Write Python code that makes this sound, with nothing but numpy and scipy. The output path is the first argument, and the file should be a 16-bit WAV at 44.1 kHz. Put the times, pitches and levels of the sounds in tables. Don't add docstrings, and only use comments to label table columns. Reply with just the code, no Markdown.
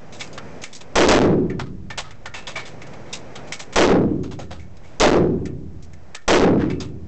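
import sys
import numpy as np
from scipy import signal
from scipy.io import wavfile

SR = 44100
rng = np.random.default_rng(int(sys.argv[2]) if len(sys.argv) > 2 else 0)


def transcribe(u):
    v = np.clip(np.atleast_2d(u).T, -1, 1)
    q = np.round(v * 32767).astype(np.int16)
    wavfile.write(sys.argv[1], SR, q)


N = 311787

# start in seconds, level in dB above the microphone's rails, stand (0 or 1).
SHOTS = [(0.9552, 21, 0), (1.085, 15.5, 1), (3.7578, 16.5, 0), (4.999, 14.5, 1), (6.279, 19, 0)]
# frequency in Hz, relative level in dB per Hz,
# 60 dB decay time in seconds, build-up in seconds.
RANGE_ANSWER = [(29, -20.5, 1.9, 0.024), (55, -16, 0.68, 0.019), (81, -8, 1.73, 0.023),
                (122, -3, 1.03, 0.016), (203, 0, 0.66, 0.019), (210, -5.5, 0.61, 0.037),
                (286, -4.5, 0.73, 0.032), (403.5, 7.5, 0.43, 0.035), (536, 9, 0.3, 0.061),
                (697, 4.5, 0.28, 0.037), (972, -3, 0.28, 0.014), (2080, -9, 0.19, 0.0078),
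                (4500, -21, 0.24, 0.00027), (9300, -21, 0.16, 0.00085)]
# frequency in Hz, level in dB, 60 dB decay time in seconds.
STANDING_WAVES = [(36.2, -34.5, 1.9), (82.33, -9, 1.45), (142.3, -18, 1.2), (185.8, -15, 0.97),
                  (268, -22, 0.51), (305.3, -18.5, 0.82), (374, -21.5, 0.93), (400, -12.5, 0.58),
                  (458.8, -11.5, 0.62)]
# start in seconds, level in dB, brightness in dB per octave,
# pitch struck in Hz, ringing in dB, 60 dB decay time in seconds.
CLACKS = [(0.123, -37.5, 5.5, 3260, 4.5, 0.25), (0.194, -29.5, 5, 2920, -1, 0.21),
          (0.2075, -22, 1.5, 3020, 5, 0.06), (0.274, -41, 6, 4900, -4, 0.044),
          (0.328, -38, 3, 4940, 2, 0.13), (0.377, -30.5, -5, 1270, 2.5, 0.065),
          (0.616, -30.5, 4, 4900, -7, 0.33), (0.636, -17.5, 4, 2100, 0, 0.086),
          (0.728, -31.5, 9, 3500, 6, 0.1), (0.748, -31, 12.5, 6300, -9, 0.11),
          (0.807, -27, 1.5, 3460, 0, 0.078), (1.498, -20.5, -4.5, 1900, 22, 0.055),
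          (1.5928, -1, -6, 1280, -3, 0.11), (1.658, -22, -6, 1290, -5, 0.14),
          (1.901, -10.5, -4.5, 1920, 6.5, 0.099), (1.975, 2.5, -0.5, 3430, -7, 0.12),
          (2.04, -22.5, -5, 1280, 2, 0.25), (2.107, -17.5, -0.5, 2350, 2, 0.061),
          (2.256, -14, -2.5, 1450, 7, 0.081), (2.339, -14.5, -1.5, 2720, 5.5, 0.21),
          (2.4692, -15.5, -0.5, 3360, 6.5, 0.17), (2.5555, -16.5, -4, 2260, 1, 0.19),
          (2.652, -25, 0.5, 3080, 0.5, 0.18), (2.816, -35, 0.5, 2200, 7, 0.099),
          (2.867, -41.5, 1.5, 4900, -2, 0.08), (2.932, -39, -1.5, 2300, -1, 0.085),
          (3.057, -42, -3, 2100, 0, 0.43), (3.127, -24, 5, 3820, 3, 0.14), (3.354, -30, -2, 1300, -6, 0.11),
          (3.47, -41, 2, 2300, -4, 0.17), (3.521, -14.5, 3.5, 1960, -4, 0.12),
          (3.5922, -18.5, 2.5, 2060, -11, 0.13), (3.7242, -26.5, 1, 2040, -5, 0.14),
          (4.232, -12, -2.5, 6600, -4, 0.15), (4.31, -8.5, -2.5, 3430, -3, 0.13),
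          (4.389, -11.5, -0.5, 730, 13, 0.17), (4.506, -11, -3, 795, 2, 0.18),
          (4.593, -32, 5.5, 2250, 9, 0.16), (4.769, -33.5, 5, 4200, 12, 0.029),
          (4.832, -31, 0, 2220, -1, 0.4), (5.454, -11.5, 4, 2170, 4.5, 0.084),
          (5.823, -29.5, 8, 5000, -9, 0.12), (5.933, -33, 7, 2130, 5, 0.06),
          (6.146, -9.5, 2.5, 1730, 0.5, 0.1), (6.213, -31, 1, 1760, -5, 0.11),
          (6.574, -22, -23, 1280, -0.5, 0.31), (6.699, -7, -5, 2540, 10, 0.13),
          (6.801, -4.5, -0.5, 4200, 8, 0.17)]
# frequency in Hz, level in dB, 60 dB decay time in seconds.
METAL_MODES = [(535, 0.5, 0.2), (720, -8.5, 0.099), (1263, -9, 0.27), (1400, -12, 0.45), (1788, -11, 0.47),
               (2050, -6, 0.033), (2245, -10, 0.34), (2625, -18, 0.42), (3475, -13, 0.098),
               (3790, -15, 0.16), (4980, -6, 0.031), (6500, -3, .08), (7400, -14, 0.073)]
# low edge in Hz, high edge in Hz, nominal centre in Hz, level in dB.
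GRIT_BANDS = [(600, 2000, 1100, -3), (1600, 4500, 2700, 0), (3500, 9000, 5700, -3)]
# frequency in Hz, relative level in dB per Hz.
VENT_COLOUR = [(26, -29.5), (45, -1.5), (54, 1), (103, 14.5), (229, -10), (310, -13.5), (361, -10.5),
               (568, -10), (1240, -20.5), (2100, -22), (3300, -36), (6730, -34), (8000, -43.5),
               (10400, -67), (17600, -120)]
# time in seconds, level in dB.
VENT_LEVEL = [(0, -34.5), (.5, -30), (0.901, -29.5), (2.2, -24.5), (2.8, -28), (3.1, -32), (3.399, -29.5),
              (3.698, -28), (4.799, -25), (6, -27), (7.07, -24)]

FAR_WALL_S, FAR_WALL_DB, FAR_WALL_HZ = 0.049, -10.5, 900
SAG_DB, SAG_RISE_S, SAG_SWING_S, SAG_HOLD_S, SAG_FADE_S = 0.5, 0.0025, 0.1091, 0.14, 0.022
CLUMPS_PER_S, CLUMP_SPREAD_DB = 350, 1.5
AWAY_DB_PER_OCTAVE, AWAY_MAX_DB, STRIKE_SPREAD_DB = 18, 21.0, 2
RING_SHARPNESS = 16
RAIL = 12.7
BASS_CUT_HZ, BASS_CUT_Q = 237, 1.303
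PREAMP_TOP, PREAMP_KNEE = 8.03, 12
LEAK_LOW_HZ, LEAK_TOP_HZ, LEAK_SHARE = 5.1, 22.4, 0.78
HOLD_DB, RECOVER_DB_PER_S, ATTACK_S, AHEAD_S = -10.5, 19, 0.0004, 0.0036
HISS_DB = -62.5
NOTCH_HZ, NOTCH_WIDTH_HZ = 4390, 70
CAPSULE_TOP_HZ, TOP_CUT_HZ = 7300, 8850
OFFSET = 0.018


def shots():
    out = np.zeros(N)
    t = np.arange(2 * SR) / SR
    answers = range_answer(t)
    sag = capsule_sag(t)
    for start, over_db, stand in SHOTS:
        blast = answers[int(stand)] - sag
        add(out, start, RAIL * from_db(over_db) * blast)
    return out


def range_answer(t):
    answer = 0
    since_wall = np.maximum(t - FAR_WALL_S, 0)
    for hz, noise in bands(len(t), channels=2):
        level_db, t60, rise = at_hz(RANGE_ANSWER, hz)
        wall_gain = from_db(FAR_WALL_DB) * hz / (hz + FAR_WALL_HZ)
        back = wall_gain * swell(since_wall, 0.024, t60)
        answer = answer + from_db(level_db) * (swell(t, rise, t60) + back) * noise
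    answer /= np.sqrt(np.mean(answer[:, :SR // 10] ** 2, axis=1, keepdims=True))
    phases = rng.uniform(0, 2 * np.pi, (len(STANDING_WAVES), 2, 1))
    for (hz, level_db, t60), phase in zip(STANDING_WAVES, phases):
        answer += from_db(level_db) * swell(t, 0.17, t60) * np.sin(2 * np.pi * hz * t + phase)
    return answer


def capsule_sag(t):
    push = 1 - np.exp(-t / SAG_RISE_S)
    swing = np.cos(np.pi * t / SAG_SWING_S)
    let_go = (1 - np.tanh((t - SAG_HOLD_S) / SAG_FADE_S / 2)) / 2
    return from_db(SAG_DB) * push * swing * let_go


def clacks():
    out = np.zeros(N)
    t = np.arange(SR // 3) / SR
    filters = [signal.butter(2, [low, high], "band", fs=SR, output="sos") for low, high, _, _ in GRIT_BANDS]
    for start, level_db, bright, pitch_hz, ring_db, t60 in CLACKS:
        grit = contact_grit(t)
        burst = 0
        for (_, _, hz, db), sos in zip(GRIT_BANDS, filters):
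            tilt_db = bright * np.log2(hz / GRIT_BANDS[1][2])
            burst = burst + from_db(db + tilt_db) * rms_one(signal.sosfilt(sos, grit))
        booth_tail = from_db(-29.0) * swell(t, 0.01, 0.048)
        shape = swell(t, 0.27 * t60 ** 2, t60) + booth_tail
        sound = shape * burst + metal_ring(t, pitch_hz, ring_db, t60)
        add(out, start, from_db(level_db) * sound)
    return out


def contact_grit(t):
    grit = rng.standard_normal(len(t)) * from_db(7.44 * rng.standard_normal(len(t)))
    clumps = rng.standard_normal(SR // 40)
    clump_db = CLUMP_SPREAD_DB * np.interp(t * CLUMPS_PER_S, np.arange(len(clumps)), clumps)
    return grit * from_db(clump_db)


def metal_ring(t, pitch_hz, ring_db, t60):
    ring = np.zeros(len(t))
    for (hz, mode_db, mode_t60), chance in zip(METAL_MODES, rng.standard_normal(len(METAL_MODES))):
        away_db = min(AWAY_DB_PER_OCTAVE * abs(np.log2(hz / pitch_hz)), AWAY_MAX_DB)
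        level_db = ring_db + mode_db - away_db + STRIKE_SPREAD_DB * chance
        damped_t60 = np.sqrt(mode_t60 * t60)
        ring += from_db(level_db) * rough_ring(hz, damped_t60, t)
    return ring


def rough_ring(hz, t60, t):
    sharpness = RING_SHARPNESS * (1 + t60 / 0.2)
    r = np.exp(-np.pi * hz / sharpness / SR)
    w = 2 * np.pi * hz / SR
    rough = signal.lfilter([1, 0, -1], [1, -2 * r * np.cos(w), r * r], rng.standard_normal(len(t)))
    return rms_one(rough) * swell(t, 0.00052, t60)


def ventilation():
    air = 0
    together = drift(3.5)
    for hz, noise in bands(N, channels=1):
        band_db = at_hz(VENT_COLOUR, hz)[0] + 0.46 * together + 0.19 * drift(5)
        air = air + from_db(band_db) * noise[0]
    level_db = np.interp(np.arange(N) / SR, *np.transpose(VENT_LEVEL))
    return from_db(level_db) * rms_one(air)


def from_db(db):
    return 10 ** (np.asarray(db) / 20)


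def rms_one(x):
    return x / np.sqrt(np.mean(x ** 2) + 1e-20)


def at_hz(rows, hz):
    f, *columns = np.transpose(rows)
    return [np.interp(np.log(hz), np.log(f), column) for column in columns]


def bands(size, channels):
    white = rng.standard_normal((2, channels, size))
    edges = 25 * 2 ** (np.arange(27) / 3)
    for k, (low, high) in enumerate(zip(edges, edges[1:])):
        sos = signal.butter(2, [low, high], "band", fs=SR, output="sos")
        yield np.sqrt(low * high), signal.sosfilt(sos, white[k % 2])


def swell(t, rise, t60):
    return (1 - np.exp(-t / max(rise, 1e-4))) * from_db(-60 * t / t60)


def drift(rate_hz):
    points = rng.standard_normal(int(N / SR * 40) + 2)
    r = np.exp(-2 * np.pi * rate_hz / 40)
    slow = rms_one(signal.lfilter([1], [1, -r], points))
    return np.interp(np.arange(N) / SR * 40, np.arange(len(points)), slow)


def add(out, start, x):
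    i = round(start * SR)
    out[i:i + len(x)] += x[:N - i]


def scene():
    return (shots() + clacks() + ventilation())[None]


def gain_control(x, leak):
    climb_db = RECOVER_DB_PER_S * np.arange(N) / SR
    over_db = np.maximum(20 * np.log10(np.abs(x) + 1e-9) - HOLD_DB, 0)
    cut_db = np.maximum.accumulate(over_db + climb_db) - climb_db
    r = np.exp(-1 / (ATTACK_S * SR))
    cut_db = signal.lfilter([1 - r], [1, -r], cut_db)
    cut_db = np.interp(np.arange(N) + AHEAD_S * SR, np.arange(N), cut_db)
    return (x + leak) * from_db(-cut_db)


def slow_leak(railed):
    w = 2 * np.pi * LEAK_LOW_HZ
    leak = signal.lfilter(*signal.bilinear([1, 0, 0], [1, 3.6 * w, w ** 2], SR), railed)
    return LEAK_SHARE * signal.lfilter(*signal.butter(1, LEAK_TOP_HZ, fs=SR), leak)


def record(dry):
    railed = RAIL * np.tanh(dry[0] / RAIL)
    w = 2 * np.pi * BASS_CUT_HZ
    x = signal.lfilter(*signal.bilinear([1, 0, 0], [1, w / BASS_CUT_Q, w * w], SR), railed)
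    x = x / (1 + np.abs(x / PREAMP_TOP) ** PREAMP_KNEE) ** (1 / PREAMP_KNEE)
    x = gain_control(x, slow_leak(railed))
    x = x + from_db(HISS_DB) * rng.standard_normal(N)
    x = signal.lfilter(*signal.iirnotch(NOTCH_HZ, NOTCH_HZ / NOTCH_WIDTH_HZ, SR), x)
    x = signal.sosfilt(signal.butter(4, CAPSULE_TOP_HZ, fs=SR, output="sos"), x)
    x = signal.sosfilt(signal.cheby2(12, 45, TOP_CUT_HZ, fs=SR, output="sos"), x)
    return x[None] + OFFSET


dry = scene()
out = record(dry)
transcribe(out)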